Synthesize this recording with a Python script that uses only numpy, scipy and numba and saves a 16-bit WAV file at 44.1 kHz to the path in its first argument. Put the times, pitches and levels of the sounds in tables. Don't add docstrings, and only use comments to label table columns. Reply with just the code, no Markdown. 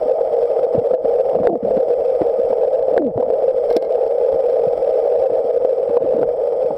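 import sys
import numpy as np
from scipy import signal
from scipy.fft import rfft, irfft, next_fast_len
from scipy.io import wavfile
from scipy.ndimage import uniform_filter1d
from numba import njit

SR = 44100
rng = np.random.default_rng(int(sys.argv[2]) if len(sys.argv) > 2 else 0)


def rack_gain(trim_db):
    fader = np.asarray(trim_db, float)
    return 10 ** (fader / 20)


def dump(signal):
    limited = np.clip(np.atleast_2d(signal).T, -1, 1)
    pcm = np.round(limited * 32767).astype(np.int16)
    wavfile.write(sys.argv[1], SR, pcm)


N = 298557


def evened(x):
    return x / np.sqrt(np.mean(x ** 2) + 1e-20)


def curve(rows):
    s, *columns = np.transpose(rows)
    return [np.interp(np.arange(N) / SR, s, c) for c in columns]


def colour(x, points):
    size = next_fast_len(len(x) + 4096)
    f, db = np.transpose(points)
    shape = np.interp(np.log(np.fft.rfftfreq(size, 1 / SR) + 1), np.log(f + 1), db)
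    return irfft(rfft(x, size) * rack_gain(shape), size)[:len(x)]


def resonate(x, hz, width_hz):
    pole = np.exp((2j * np.pi * hz - np.pi * width_hz) / SR)
    return 2 * signal.lfilter([1 - abs(pole)], [1, -pole], x).real


def flutter(per_s, depth_db):
    slow = signal.lfilter(*signal.butter(2, per_s, fs=SR), rng.standard_normal(N))
    return rack_gain(depth_db * evened(slow))


def add(mix, s, sound):
    part = mix[max(round(s * SR), 0):][:len(sound)]
    part += sound[:len(part)]


def swell(t, tau_s):
    return t / tau_s * np.exp(1 - t / tau_s)


# f/Hz, width/Hz, level/dB
HOUSING_MODES = [(441, 50, -7), (478.9, 37.8, 4.5), (525.55, 32, 2.5), (562.2, 36, -3), (606.2, 36, -4.5),
                 (637.5, 30, -4), (680.8, 36, -14.5), (743.7, 56, -12.5), (808.5, 71, -16)]
# t/s, level/dB
UPPER_SHARE = [(0, 3), (.5, 2), (1, 0.8), (1.4, 2.8), (2, -1.5), (2.35, -0.2), (2.7, 1.5), (3.25, 3),
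               (3.6, -4), (4, 1), (4.5, -0.3), (4.8, 0.5), (5.2, 2.4), (5.7, -3), (6.2, -1.3), (6.77, -1.7)]


def cavity(churn):
    upper = rack_gain(curve(UPPER_SHARE)[0])
    water = rng.standard_normal(N)
    modes = np.zeros(N)
    for k, (hz, width_hz, db) in enumerate(HOUSING_MODES):
        shaken = np.roll(water, k * N // len(HOUSING_MODES)) * churn
        ring = resonate(resonate(shaken, hz, width_hz), hz, 1.6 * width_hz)
        share = upper if hz > 590 else 1
        modes += share * rack_gain(db) / np.sqrt(width_hz) * ring
    return colour(modes, [(300, -0.5), (400, -3), (850, -2.5), (1000, 0.5)])


# t/s, level/dB
ENGINE_EFFORT = [(0, -0.5), (.4, 0), (.8, -1), (1.2, -0.5), (1.7, -0.7), (2.1, -0.5), (2.5, -0.5),
                 (2.9, -1), (3.3, -2.5), (3.7, 0), (4.1, -1), (4.5, 0), (4.9, 0.6), (5.3, -1.1), (5.7, -1),
                 (6.1, -2), (6.45, -1.2), (6.77, -0.4)]
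# f/Hz, level/dB per Hz
RUMBLE_COLOUR = [(12, -48), (20, -7.5), (54, -9), (102, -12.5), (184, -11.5), (283, -13.5), (308, -8),
                 (380, -6.5), (490, -37.5), (840, -120)]
# f/Hz, level/dB per Hz
HISS_COLOUR = [(530, -2), (900, -4), (1090, -9), (1290, 2.5), (1750, -20), (2000, -3), (2750, -23.5),
               (3230, -8), (4000, -27), (5140, -11), (6370, -43), (7810, -27.5), (15600, -47)]
# f/Hz, width/Hz, level/dB rms
WALL_MODES = [(1236, 37, -44.5), (2030, 51, -68), (2290, 31, -55), (3230, 180, -72.5), (4370, 96, -65),
              (5460, 870, -57), (7900, 420, -70)]


def engine(duck_db, cavity_db):
    drone_db, drone_follow = -15, 0.45
    hiss_db, hiss_follow = -51.5, 3.2
    effort_db, = curve(ENGINE_EFFORT)
    churn = flutter(per_s=43.8, depth_db=2.5)
    drone = evened(cavity(churn))
    rumble = evened(colour(rng.standard_normal(N), RUMBLE_COLOUR)) * flutter(per_s=11.0, depth_db=-3.8)
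    wash = rng.standard_normal(N) * churn ** 0.24 * flutter(per_s=24, depth_db=2.0)
    hiss = evened(colour(wash, HISS_COLOUR))
    walls = sum(rack_gain(db + 39.5) * evened(resonate(wash, hz, w)) for hz, w, db in WALL_MODES)
    low = rack_gain(drone_db + drone_follow * effort_db + cavity_db) * drone
    low = low + rack_gain(-47 + 0.4 * cavity_db) * rumble
    return low + rack_gain(hiss_db + hiss_follow * effort_db + duck_db) * (hiss + walls)


# f/Hz, level/dB rms
WHINE_TONES = [(7822, -85), (7852, -78), (7882, -78), (7912, -86), (10250, -94), (12600, -91)]


def whine():
    t = np.arange(N) / SR
    return sum(np.sqrt(2) * rack_gain(db) * np.sin(2 * np.pi * hz * t) for hz, db in WHINE_TONES)


# t/s, peak level/dB, centre f/Hz
WATER_THUDS = [(.052, -29.5, 228), (0.746, -17, 261), (0.77, -15, 102.5), (0.929, -20.5, 323),
               (1.038, -23, 252), (1.327, -30.5, 178.7), (1.353, -20.5, 196.4), (1.395, -16.5, 174),
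               (1.431, -27, 302), (1.625, -19, 181), (1.656, -26.5, 244), (1.764, -15, 266.4),
               (2.209, -12.5, 282.6), (2.379, -23.5, 248), (2.496, -27, 206), (2.921, -22, 256),
               (3.153, -17, 94.5), (3.757, -14.5, 306.6), (4.663, -20, 123), (5.307, -23.5, 277.8),
               (5.439, -28, 239), (5.886, -18, 308), (5.999, -23.5, 332), (6.035, -15, 266),
               (6.136, -18.5, 251), (6.175, -18, 275.6), (6.206, -19, 242.6), (6.23, -23, 217),
               (6.643, -29, 116), (6.701, -23, 209.6)]


def thuds():
    t60_s = 0.058
    out, t = np.zeros(N), np.arange(6000) / SR
    shape = (1 - np.exp(-t / 0.0059)) ** 2 * rack_gain(-60 * t / t60_s)
    for s, db, hz in WATER_THUDS:
        push = np.sin(2 * np.pi * hz * (t + 0.006 * (1 - np.exp(-t / 0.011))))
        rough = evened(resonate(resonate(rng.standard_normal(len(t)), hz, hz), hz, hz))
        add(out, s, rack_gain(db - 3.0) * shape / shape.max() * (0.7 * push + 0.71 * rough))
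    return signal.lfilter(*signal.butter(2, 70, "high", fs=SR), out)


def blow(out, s, db, ring_ms, edge_db, edge_hz):
    t = np.arange(3000) / SR
    ring = np.sin(2 * np.pi * 500 * t) + 0.5 * np.sin(2 * np.pi * 640 * t)
    edge = np.sin(2 * np.pi * edge_hz * t)
    add(out, s, rack_gain(db - 3) * ring * swell(t, ring_ms / 1000))
    add(out, s + 0.001, rack_gain(edge_db + 3) * edge * swell(t, ring_ms / 3000))


# t/s, cavity level/dB
SOFT_BUMPS = [(0.102, -18), (.667, -4.5), (.746, -6), (1.098, -7), (1.709, -3), (1.7718, -9.5),
              (1.883, -7.5), (1.904, -8), (2.883, -9.5), (2.985, -6.2), (3.078, -18), (3.088, -19),
              (3.302, -4), (3.347, -15), (3.423, -9), (3.711, -1.5), (3.825, -9.5), (4.298, -11),
              (4.593, -11.5), (5.299, -7.5), (5.649, -1.5), (6.053, -6), (6.135, -6), (6.19, -8),
              (6.631, -12.5)]


def bumps():
    out = np.zeros(N)
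    for s, db in SOFT_BUMPS:
        blow(out, s, db, ring_ms=3.1, edge_db=db - 42.5, edge_hz=1000)
    return out


# t/s, cavity level/dB, ring time/ms, edge level/dB, edge f/Hz
HARD_KNOCKS = [(.591, -8.5, 2.7, -31.5, 1310), (.909, -7.5, 3.6, -34, 1280), (.936, -0.2, 6.5, -36.5, 1370),
               (1.349, -1.9, 4.3, -31.5, 1022), (1.387, -6, 3.1, -33, 1000),
               (1.433, -7.5, 1.1, -47.5, 1040), (1.4707, 4, 2.3, -19, 1363), (1.495, -7.5, 4.1, -29, 950),
               (1.555, -7.5, 2.7, -40, 945), (2.2174, -2, 1.8, -39.5, 1290), (2.526, -9, 6.5, -23.5, 850),
               (2.964, -1.7, 3.8, -31.5, 1003), (2.977, 4.5, 2.1, -12, 1610), (3.022, -9, 1.5, -40, 890),
               (3.177, -4, 2.4, -47, 920), (3.224, -5.5, 5.4, -25.5, 928), (3.767, -1, 3.2, -34, 977),
               (5.969, 0.24, 3.9, -15.5, 923), (6.2299, -2, 2.1, -26, 1410), (6.706, -24, 7.5, -20.5, 807)]


def knocks():
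    out = np.zeros(N)
    for row in HARD_KNOCKS:
        blow(out, *row)
    return out


# t/s, length/s, level/dB
WATER_BURBLES = [
    (0.743, .09, -25.5),
    (0.884, .08, -31),
    (1.317, 0.26, -24.5),
    (1.6, 0.11, -33),
    (3.162, .19, -30.5),
    (5.967, 0.11, -26),
    (6.12, 0.13, -26),
    (6.686, .07, -32.5),
]


def burble(s, length_s, db):
    ends_db, rise_share, fade_share = -13.5, 0.48, 0.1
    t, u = np.arange(0, length_s, 1 / SR), np.arange(900) / SR
    out = np.zeros(len(t))
    for at, pitch, size in rng.random((60, 3))[:round(250 * length_s)]:
        hz = 190 * 5.5 ** pitch
        bubble = np.sin(2 * np.pi * hz * u * (1 - 6 * u)) * signal.windows.hann(len(u))
        add(out, at * length_s, rack_gain(10 * size - 5 * pitch) * bubble)
    share = t / length_s
    rise = np.clip(np.minimum(share / rise_share, (1 - share) / fade_share), 0, 1)
    return s, rack_gain(db + ends_db * (1.5 - rise)) * evened(out)


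# t/s, depth/dB, hold/s, share of depth felt by the ringing cavity/0-1
GAIN_DUCKS = [(.945, 12, .012, .55), (1.36, 6, .04, .4), (1.478, 14, .05, .75), (1.562, 13, .012, .95),
              (2.985, 10, .04, .55), (3.03, 15, .035, .7), (3.092, 11, .02, 1), (3.232, 6, .01, .5),
              (3.772, 11, .01, .3), (3.832, 7, .01, .3), (5.978, 4, .01, .3), (6.058, 3, .01, .3),
              (6.233, 5, .008, .6)]


def ducking():
    fall_s, recover_db_per_s = 0.02, 150
    t = np.arange(N) / SR
    dips, cavity_dips = [], []
    for s, db, hold_s, cavity_share in GAIN_DUCKS:
        corners_s = np.cumsum([s, fall_s, hold_s, db / recover_db_per_s])
        dip = np.interp(t, corners_s, [0, -db, -db, 0])
        dips.append(dip)
        cavity_dips.append(dip * cavity_share)
    return np.min(dips, axis=0), np.min(cavity_dips, axis=0)


# t/s, length/s, first f/Hz, last f/Hz, level/dB
GAP_SQUELCHES = [
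    (1.47, .118, 453, 175, -12),
    (2.985, .142, 400, 110, -12.5),
    (1.64, .17, 200, 240, -30),
    (3.178, .04, 330, 130, -24),
]
# share of length/0-1, share of glide/0-1, level/dB, overtone level/dB
SQUELCH_COURSE = [
    (0, 0, 1.5, -22),
    (.2, .36, -3, -7),
    (.64, .53, -10, -6),
    (.8, .75, -19, -22),
    (1, 1, -27, -38),
]


def squelch(s, length_s, first_hz, last_hz, top_db):
    t = np.arange(0, length_s, 1 / SR)
    share, *columns = np.transpose(SQUELCH_COURSE)
    glide, db, over_db = (np.interp(t / length_s, share, c) for c in columns)
    hz = first_hz + (last_hz - first_hz) * glide
    slow = [uniform_filter1d(uniform_filter1d(v, 150), 150) for v in rng.standard_normal((2, 9000))]
    wobble, sputter = (evened(v)[:len(t)] for v in slow)
    phase = 2 * np.pi * np.cumsum(hz * (1 + 0.062 * wobble)) / SR
    tone = rack_gain(db) * np.sin(phase) + rack_gain(over_db) * np.sin(2 * phase)
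    level = rack_gain(top_db + 1.2 * sputter) * signal.windows.tukey(len(t), 0.15)
    return s, np.sqrt(2) * tone * level


# t/s, peak level/dB, ring level/dB re the crack
CHAIN_CLINKS = [(3.6875, -49, -14.5), (3.7025, -28, -4), (3.7159, -47.5, -18), (3.7258, -24.5, -16),
                (3.7616, -44.5, -23), (3.7652, -9.5, -21), (3.8229, -30.5, -10), (3.8481, -40.5, -2),
                (3.9226, -34, -18), (4.0759, -36.5, -23), (4.497, -41.5, 1), (5.191, -42.5, -14.5)]
# f/Hz, level/dB, t60/s
LINK_MODES = [(1600, -3, .1), (2140, -4, .12), (2870, -11, .05), (3180, -10, .06), (4005, -9, .07),
              (4300, -7, .07), (5180, -6, .04), (7600, -20, .03), (9000, -20, .04), (10500, -24, .02)]
# f/Hz, level/dB
CRACK_COLOUR = [(150, -10), (400, 10.5), (1500, -8), (3000, -5.5), (5300, -4), (7500, -17.5),
                (11000, -24.5), (15500, -21.5), (17000, -49)]


def chain():
    out, t = np.zeros(N), np.arange(8000) / SR
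    crack_shape = t / 0.002 * np.exp(1 - t / 0.0016)
    for s, db, ring_db in CHAIN_CLINKS:
        ring = np.zeros(len(t))
        for hz, mode_db, t60_s in LINK_MODES:
            shade_db = 1.1 * rng.standard_normal()
            ring += rack_gain(mode_db + shade_db - 60 * t / t60_s) * np.sin(2 * np.pi * hz * t)
        crack = colour(rng.standard_normal(len(t)) * crack_shape, CRACK_COLOUR)
        add(out, s, rack_gain(db) * (crack * 1.1 + rack_gain(ring_db - 5.5) * ring))
    return out


def scene():
    duck_db, cavity_db = ducking()
    mix = engine(duck_db, cavity_db) + rack_gain(duck_db - 2.5) * whine()
    mix += thuds() + bumps() + knocks() + chain()
    for row in WATER_BURBLES:
        add(mix, *burble(*row))
    for row in GAP_SQUELCHES:
        add(mix, *squelch(*row))
    return mix[None]


@njit
def limit(x, knee, fall, rise):
    out, gain = np.empty_like(x), 1.
    for k in range(len(x)):
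        gain = gain * fall if abs(x[k] * gain) > knee else min(gain * rise, 1.)
        out[k] = gain
    return out


def low_pass(x):
    return signal.sosfilt(signal.butter(12, 15750, fs=SR, output="sos"), x)


# f/Hz, level/dB
TICK_COLOUR = [(600, -30), (1100, 0), (1600, 2), (2500, 14), (5000, 18), (15000, 18)]
# f/Hz, level/dB
PORT_DIP = [(20, 0), (5600, 0), (6300, -18), (7200, 0), (20000, 0)]


def record(dry):
    wave = dry[0]
    gain = limit(wave, 0.3, rack_gain(-0.022), rack_gain(0.002))
    kinks = colour(wave * (gain - uniform_filter1d(gain, size=40)), TICK_COLOUR) * rack_gain(-0.5)
    held = np.clip(wave * gain + kinks, -0.705, 0.705)
    return low_pass(colour(held, PORT_DIP)[None])


dry = scene()
out = record(dry)
dump(out)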